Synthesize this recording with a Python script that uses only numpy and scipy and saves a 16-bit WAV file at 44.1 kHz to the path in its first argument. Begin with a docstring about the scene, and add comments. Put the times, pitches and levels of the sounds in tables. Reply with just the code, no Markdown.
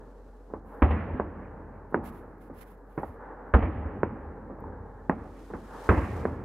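"""Outdoors at night, far from a fireworks show: three large shells boom, smaller ones crack between.
Each blast wave arrives dulled by the air, thumps in the nearby walls and rolls back from the hills.
Under it all are the dull roar of burning firework stars and a low hum.
Close to the microphone, cloth rubs and slides, and a few tiny snaps are heard."""
import sys
import numpy as np
from scipy import signal
from scipy.fft import rfft, irfft
from scipy.io import wavfile
from scipy.ndimage import uniform_filter1d

SR = 44100
rng = np.random.default_rng(int(sys.argv[2]) if len(sys.argv) > 2 else 0)


def dump(signal):
    """Clip the signal to [-1, 1] and save it as 16-bit WAV at the path in sys.argv[1]."""
    limited = np.clip(np.atleast_2d(signal).T, -1, 1)
    pcm = np.round(limited * 32767).astype(np.int16)
    wavfile.write(sys.argv[1], SR, pcm)


N = 284180
BLAST_LR_DB = -2  # "lr" is left minus right: below zero leans right

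# how alike the two ears hear distant sound: (frequency [Hz], likeness [0 to 1])
LIKENESS = [(60, 1), (180, 0.99), (550, 0.92), (1650, 0.91), (4970, 0.091), (15000, 0.34)]
# large shells: (time [s], crack peak [dB], crack pitch [Hz], second front delay [ms],
# its strength [ratio], echo bass [dB], treble [dB], thump [dB], thump pitch [Hz], crackle [dB],
# change to its returns from the slopes [dB])
LARGE_SHELLS = [(0.8213, -6, 237, 3.82, 1.14, -0.5, 13, -12.5, 66.6, -30, 1),
                (3.538, -9.5, 288, 1.86, 1.8, -15.5, 10, -9, 63.7, -17.5, 0.5),
                (5.8901, -9, 285, 2.37, 1, -1, 13, -10, 73.3, -20, -5.5)]
# how slopes change a large shell as they throw it back:
# (delay [s], echoes [dB], crack [dB], thump [dB], treble [dB])
SLOPE_RETURNS = [(.087, -14.5, -13, -11.5, 8), (0.311, -23, -40, -19.5, -16)]


def amp(db):
    """Turns decibels into a gain."""
    return 10 ** (np.asarray(db) / 20)


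def read(points, hz):
    """Looks up a table by frequency, on a log scale."""
    f, value = np.transpose(points)
    return np.interp(np.log(hz + 1), np.log(f + 1), value)


def add(mix, s, sound):
    """Adds a two-channel sound at s seconds."""
    part = mix[:, round(s * SR):][:, :sound.shape[1]]
    part += sound[:, :part.shape[1]]


def panned(x, lr_db):
    """Spreads a sound over left and right."""
    return x * amp(np.vstack([lr_db / 2, -lr_db / 2]))


def noise_spectrum(colour, likeness):
    """Spectrum of two-channel noise of average (rms) size 1, with the given tone colour."""
    hz = np.fft.rfftfreq(N, 1 / SR)
    left, other = rfft(rng.standard_normal((2, N)))
    right = likeness * left + np.sqrt(1 - likeness ** 2) * other
    spectrum = np.array([left, right]) * amp(read(colour, hz))
    return spectrum / np.sqrt(np.mean(irfft(spectrum, N) ** 2))


def wander(rate_hz):
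    """A smooth random curve of average (rms) size 1."""
    width = int(SR / rate_hz)
    curve = uniform_filter1d(uniform_filter1d(rng.standard_normal(N), width), width)
    return curve / np.sqrt(np.mean(curve ** 2))


def burning_roar(bass_lift_db=0.5, rise_s=0.12, fall_db_per_s=31.5):
    """Burning stars make a wide, dull roar; late returns from distant hills swell over it."""
    # the steady roar: (time [s], level [dB], treble change [dB])
    steady = [(0, -48, -3), (.25, -54, -2.5), (0.599, -53.5, -3), (1.4, -48.5, 4.5), (2.2, -52, 3),
              (2.9, -55.5, 3.5), (3.451, -48.5, 5), (4.199, -48.5, 5.5), (4.45, -48.5, 3),
              (5.0, -51.5, 4.5), (5.3, -50.5, -14), (5.62, -55, 8), (6.44, -48.5, 4)]
    # its tone colour: (frequency [Hz], level per Hz [dB])
    colour = [(42, -52), (72, -1), (154, -11), (268, -1), (349, -8.5), (440, 1.5), (710, -12.5), (818, -6),
              (1170, -15), (1720, -19.5), (2500, -45), (5000, -72.5), (6500, -85), (11000, -120)]
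    # late returns: (peak time [s], level [dB], treble change [dB], bass change [dB])
    swells = [(.76, -48.5, 7, -24.5), (1.1, -47.5, 0.5, 8.5), (3.252, -55, 15.5, -9), (3.85, -45, -8, 4.5),
              (4.66, -45.5, -3, 15.5), (5.76, -48, 10, 0.5), (6.18, -39, -9, 17)]
    t, hz = np.arange(N) / SR, np.fft.rfftfreq(N, 1 / SR)
    noise = noise_spectrum(colour, read(LIKENESS, hz))
    s, db, treble_db = np.transpose(steady)
    db = np.interp(t, s, db)
    power = amp([db, db + np.interp(t, s, treble_db), db + bass_lift_db]) ** 2  # middle, treble, bass
    for peak, db, treble_db, bass_db in swells:
        shape = np.clip(1 + (t - peak) / rise_s, 0, 1) * amp(-fall_db_per_s * np.maximum(t - peak, 0))
        power += (amp([db, db + treble_db, db + bass_db])[:, None] * shape) ** 2
    treble, bass = 1 / (1 + (650 / (hz + 1)) ** 4), 1 / (1 + (hz / 130) ** 4)
    bands = irfft(noise * np.array([1 - treble - bass, treble, bass])[:, None], N)
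    return (bands * np.sqrt(power)[:, None]).sum(0) * amp(0.87 * wander(44))


def hum(hz=46, db=-50.5):
    """A low drone wavers a little in pitch and loudness."""
    turns = np.cumsum(hz + 0.62 * wander(1.0)) / SR
    return amp(db + 0.98 * wander(1.1)) * np.sqrt(2) * np.sin(2 * np.pi * turns)


def friction(colour, likeness, grain_db):
    """Rubbing makes noise with a fine grain."""
    return irfft(noise_spectrum(colour, likeness), N) * amp(grain_db * wander(150))


def cloth_slides():
    """Cloth slides faintly at the start; near the end a long slide swells and fades."""
    # loudness, one list per slide: (time [s], level [dB])
    slides = [
        [(0, -76), (.6, -79.5)],
        [(4.85, -84), (5.15, -77), (5.43, -64.5), (5.55, -67.5), (5.68, -63.5), (5.86, -56), (6.2, -60.5),
         (6.44, -77.5)],
    ]
    # the long slide crosses from right to left: (time [s], left minus right [dB])
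    sides = [(5.1, -5), (5.7, 3.5), (6.44, 1)]
    # tone colour of sliding cloth: (frequency [Hz], level per Hz [dB])
    colour = [(1760, 0), (3000, -3.5), (6020, -8), (6500, -8), (10600, -12), (11100, -11.5), (15600, -19.5)]
    t = np.arange(N) / SR
    motion = sum(amp(np.interp(t, *np.transpose(slide), left=-200, right=-200)) for slide in slides)
    lr_db = np.interp(t, *np.transpose(sides))
    return panned(motion, lr_db) * friction(colour, likeness=0.4, grain_db=1.0)


def blasts():
    """Lists every blast: large shells, their returns from the slopes, then small shells and pops."""
    # small shells: (time [s], crack peak [dB], crack pitch [Hz], second front delay [ms],
    # its strength [ratio, negative flips it], near echoes [dB], treble [dB])
    small_shells = [(0.537, -21.5, 423, 2.3, -0.04, -35, -21), (1.1982, -12.5, 408, 0.47, -1.3, -30, -8.5),
                    (1.944, -9, 383, 0.3, -0.93, -24.5, -6), (2.977, -16.5, 288, 1.6, -1.7, -30.5, -5),
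                    (3.0321, -23, 785, 2.21, 0.85, -35.5, -7), (4.032, -7.5, 386, 0.47, -2.9, -28.5, 3.5),
                    (5.0964, -6, 350, 1.1, 0.84, -26, 2), (5.536, -24.5, 382, 0.93, -1.9, -33.5, -9),
                    (6.2533, -11, 415, 3.4, 0.017, -28, -3.5)]
    # faint pops of low fireworks: (time [s], crack peak [dB], crack pitch [Hz])
    faint_pops = [(.501, -38.5, 385), (.647, -41.5, 502), (1.924, -31, 324), (2.33, -48, 1250),
                  (2.499, -36.5, 460), (3.919, -45, 600), (4.499, -34, 465), (4.586, -36, 610),
                  (4.64, -34, 930), (5.256, -40, 487), (5.502, -34, 430)]
    # Rows built here: the first five columns above, then, in dB, near echoes, their bass, far echoes,
    # their bass, treble and thump, and last the thump pitch in Hz.
    large = np.array([(*front, -18, bass_db, -32, -0.9, treble_db, thump_db, thump_hz)
                      for *front, bass_db, treble_db, thump_db, thump_hz, _, _ in LARGE_SHELLS])
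    level_columns = [0, 1, 0, 0, 0, 1, 0, 1, 0, 0, 1, 0]  # crack, near and far echoes, thump
    thrown_back = large + np.outer(np.array(LARGE_SHELLS)[:, -1], level_columns)
    returns = [thrown_back + [delay, crack_db, 0, 0, 0, echo_db, 0, echo_db, 0, treble_db, thump_db, 0]
               for delay, echo_db, crack_db, thump_db, treble_db in SLOPE_RETURNS]
    pops = [(s, db, hz, 2.0, 0.37, db - 6, -27.5) for s, db, hz in faint_pops]  # as small-shell rows
    small = [(s, db, hz, *second, near_db, -14, near_db - 17.5, -14, treble_db, db - 16.5, hz / 2)
             for s, db, hz, *second, near_db, treble_db in small_shells + pops]
    return np.concatenate([large, *returns, small])


def crack(hz, delay_ms, second_strength, haze):
    """A steep pressure front rings a few short tones; a second front follows; the air dulls both."""
    # ringing tones: (multiple of the crack pitch, time to fade by 60 dB [s], level [dB])
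    tones = [(1, 0.017, 3), (2.4, 0.039, -18), (3.6, 0.011, -12), (.53, 0.07, -22)]
    # what the long path through the air leaves: (frequency times haze [Hz], level [dB])
    air = [(700, 0), (1800, -3), (2300, -12), (2800, -30), (3900, -56), (5500, -85), (9000, -135)]
    t = np.arange(4096) / SR
    ring = sum(amp(db - 60 * t / fade_s) * np.cos(2 * np.pi * k * hz * t) for k, fade_s, db in tones)
    delay = round(delay_ms / 1000 * SR)
    ring = ring + second_strength * np.pad(ring, (delay, 0))[:len(t)]
    loss_db = read(air, haze * np.fft.rfftfreq(len(t), 1 / SR))
    log_gain = np.log(amp(np.r_[loss_db, loss_db[-2:0:-1]]))
    air_filter = np.fft.ifft(np.exp(np.conj(signal.hilbert(log_gain)))).real  # silent before the front
    out = signal.fftconvolve(ring, air_filter)[:len(t)]
    return out / abs(out).max()


def thump(hz, swell_turns=0.67):
    """The suction behind the front swings into a low ring that swells and dies."""
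    turns = hz * np.arange(8192) / SR
    return -np.e * turns / swell_turns * np.exp(-turns / swell_turns) * np.sin(2 * np.pi * turns)


def blast_fronts():
    """Each blast wave arrives as a crack with a thump just behind it."""
    out = np.zeros((2, N))
    for s, db, hz, delay_ms, second_strength, *_, treble_db, thump_db, thump_hz in blasts():
        haze = amp(-0.15 * treble_db)  # low bursts cross more air near the ground
        add(out, s, panned(amp(db) * crack(hz, delay_ms, second_strength, haze), BLAST_LR_DB))
        add(out, s + 0.12 / thump_hz, panned(amp(thump_db) * thump(thump_hz), lr_db=-1.3))
    return out


def rolling_echoes(bands=12):
    """Countless echoes merge into noise that dies away in lumps: near ones fast, far ones slowly."""
    # tone colour of the echoes: (frequency [Hz], level per Hz [dB])
    colour = [(18, -38), (30, -26), (76, 3), (129, -14), (250, -10), (404, -15), (609, -16), (668, -17),
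              (940, -15), (2340, -36.5), (4860, -80), (7000, -87.5), (9100, -113), (15400, -120)]
    # which way they lean: (frequency [Hz], left minus right [dB])
    sides = [(60, 0.5), (180, -1), (550, 0), (1650, -3.5), (4970, 1.5), (15000, 5)]
    # near echoes of large shells: (frequency [Hz], time to fade by 60 dB [s])
    near_fade = [(50, 0.52), (200, 0.36), (800, 0.15), (2000, 0.19), (4000, 0.094)]
    # how small blasts stretch that time: (frequency [Hz], factor)
    small_stretch = [(200, 1.22), (600, 0.93), (2000, 0.79)]
    # far echoes: (frequency [Hz], time to fade by 60 dB [s])
    far_fade = [(50, 1.4), (110, 4), (200, 4.16), (800, 1.1), (2000, 2.15), (4000, 1.2)]
    hz = np.fft.rfftfreq(N, 1 / SR)
    noise = panned(noise_spectrum(colour, read(LIKENESS, hz)), read(sides, hz))
    s, *_, near_db, near_bass_db, far_db, far_bass_db, treble_db, _, _ = blasts().T
    is_large = np.arange(len(s)) < (1 + len(SLOPE_RETURNS)) * len(LARGE_SHELLS)
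    centres, out = np.geomspace(45, 5500, bands), np.zeros((2, N))
    band_position = np.interp(np.log(hz + 1), np.log(centres), np.arange(bands))
    lumps = wander(11)
    for k, f in enumerate(centres):
        bass, treble = 1 / (1 + (f / 130) ** 4), 1 / (1 + (2400 / f) ** 4)
        near = amp(near_db + bass * near_bass_db + treble * treble_db) ** 2
        far = amp(far_db + bass * far_bass_db + treble * treble_db) ** 2
        power = np.zeros(N)
        for start_power, fade_s in [(near * is_large, read(near_fade, f)),
                                    (near * ~is_large, read(near_fade, f) * read(small_stretch, f)),
                                    (far, read(far_fade, f))]:
            kicks = np.bincount((s * SR).astype(int), start_power, N)
            power += signal.lfilter([1], [1, -10 ** (-6 / (fade_s * SR))], kicks)
        rise = np.exp(-1 / (SR * (0.0007 + 0.35 / f)))  # echoes build up, the bass more slowly
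        loudness = signal.lfilter([(1 - rise) ** 2], [1, -2 * rise, rise ** 2], np.sqrt(power))
        band = irfft(noise * np.cos(np.pi / 2 * np.clip(band_position - k, -1, 1)), N)
        out += band * loudness * amp(1.1 * lumps + 1.9 * wander(22))
    return out


def cloth_rubs(edge_share=0.38, settle_s=0.15, settle_db=-10, jerk_db=1.6):
    """Cloth rubs in short, jerky strokes and settles faintly after each one."""
    # strokes: (time [s], length [s], level [dB], change over the stroke [dB])
    strokes = [(0.62, 0.25, -66, -11), (.86, .08, -74.5, -10), (1.877, 0.11, -72, -2),
               (2.024, 0.094, -54, 1.5), (2.108, 0.14, -61.5, -12), (2.387, 0.12, -65.5, -7),
               (2.523, 0.092, -70, 15), (2.597, 0.055, -51.5, -6), (2.638, 0.13, -64.5, -9),
               (2.83, 0.38, -68.5, -2.5)]
    # tone colour of rubbing cloth: (frequency [Hz], level per Hz [dB])
    colour = [(1760, 8.5), (3000, -2.5), (4010, -8), (6280, -12), (9300, -10.5), (10100, -2.5), (11700, -2),
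              (15600, -7.5)]
    motion = np.zeros((2, N))
    for s, length, db, change_db in strokes:
        progress = np.arange(0, 1, 1 / (length * SR))
        ramp = np.clip(np.minimum(progress, 1 - progress) / edge_share, 0, 1)
        stroke = amp(db + change_db * progress) * np.sin(np.pi / 2 * ramp) ** 2
        add(motion, s, panned(stroke, lr_db=-6))
    linger = np.exp(-1 / (settle_s * SR))
    motion += amp(settle_db) * signal.lfilter([1 - linger], [1, -linger], motion)
    return motion * amp(jerk_db * wander(30)) * friction(colour, likeness=0.17, grain_db=1.2)


def front_crackle(rise_s=0.0033):
    """The front of each large shell arrives torn into a brief, bright crackle."""
    # tone colour of the crackle: (frequency [Hz], level per Hz [dB])
    colour = [(500, -27), (1000, 3), (1600, -1), (2400, -48), (3000, -33), (3900, -35.5), (4900, -63.5),
              (8000, -110)]
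    age, loudness = np.arange(2048) / SR / rise_s, np.zeros((2, N))
    for s, *_, crackle_db, _ in LARGE_SHELLS:
        add(loudness, s, panned(amp(crackle_db) * age * np.exp(1 - age), BLAST_LR_DB))
    return loudness * irfft(noise_spectrum(colour, likeness=0.96), N)


def tiny_snaps(hz=12500, fade_s=0.00032):
    """Each snap near the microphone is a very high ring that dies at once."""
    # snaps: (time [s], level [dB], left minus right [dB])
    snaps = [(2.3815, -63, -10), (2.4603, -66.5, -5), (3.4901, -68.5, -20), (4.605, -56, -4)]
    out, t = np.zeros((2, N)), np.arange(200) / SR
    ring = np.exp(-t / fade_s) * np.sin(2 * np.pi * hz * t)
    for s, db, lr_db in snaps:
        add(out, s, panned(amp(db) * ring, lr_db))
    return out


def scene():
    """All the sounds meet at the microphone."""
    fireworks = blast_fronts() + front_crackle() + rolling_echoes() + burning_roar()
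    return fireworks + hum() + cloth_rubs() + cloth_slides() + tiny_snaps()


def record(dry):
    """The microphone adds a faint hiss, then the highest treble is cut off."""
    # tone colour of the hiss: (frequency [Hz], level per Hz [dB])
    colour = [(2350, -40.5), (4000, 1), (4850, -2), (7610, -3), (10200, -4.5), (15600, -6.5)]
    hiss = amp(-85) * irfft(noise_spectrum(colour, likeness=0.1), N)
    treble_cut = signal.firwin(511, cutoff=15740, window=("kaiser", 9), fs=SR)
    return signal.oaconvolve(dry + hiss, treble_cut[None], "same")


dry = scene()
out = record(dry)
dump(out)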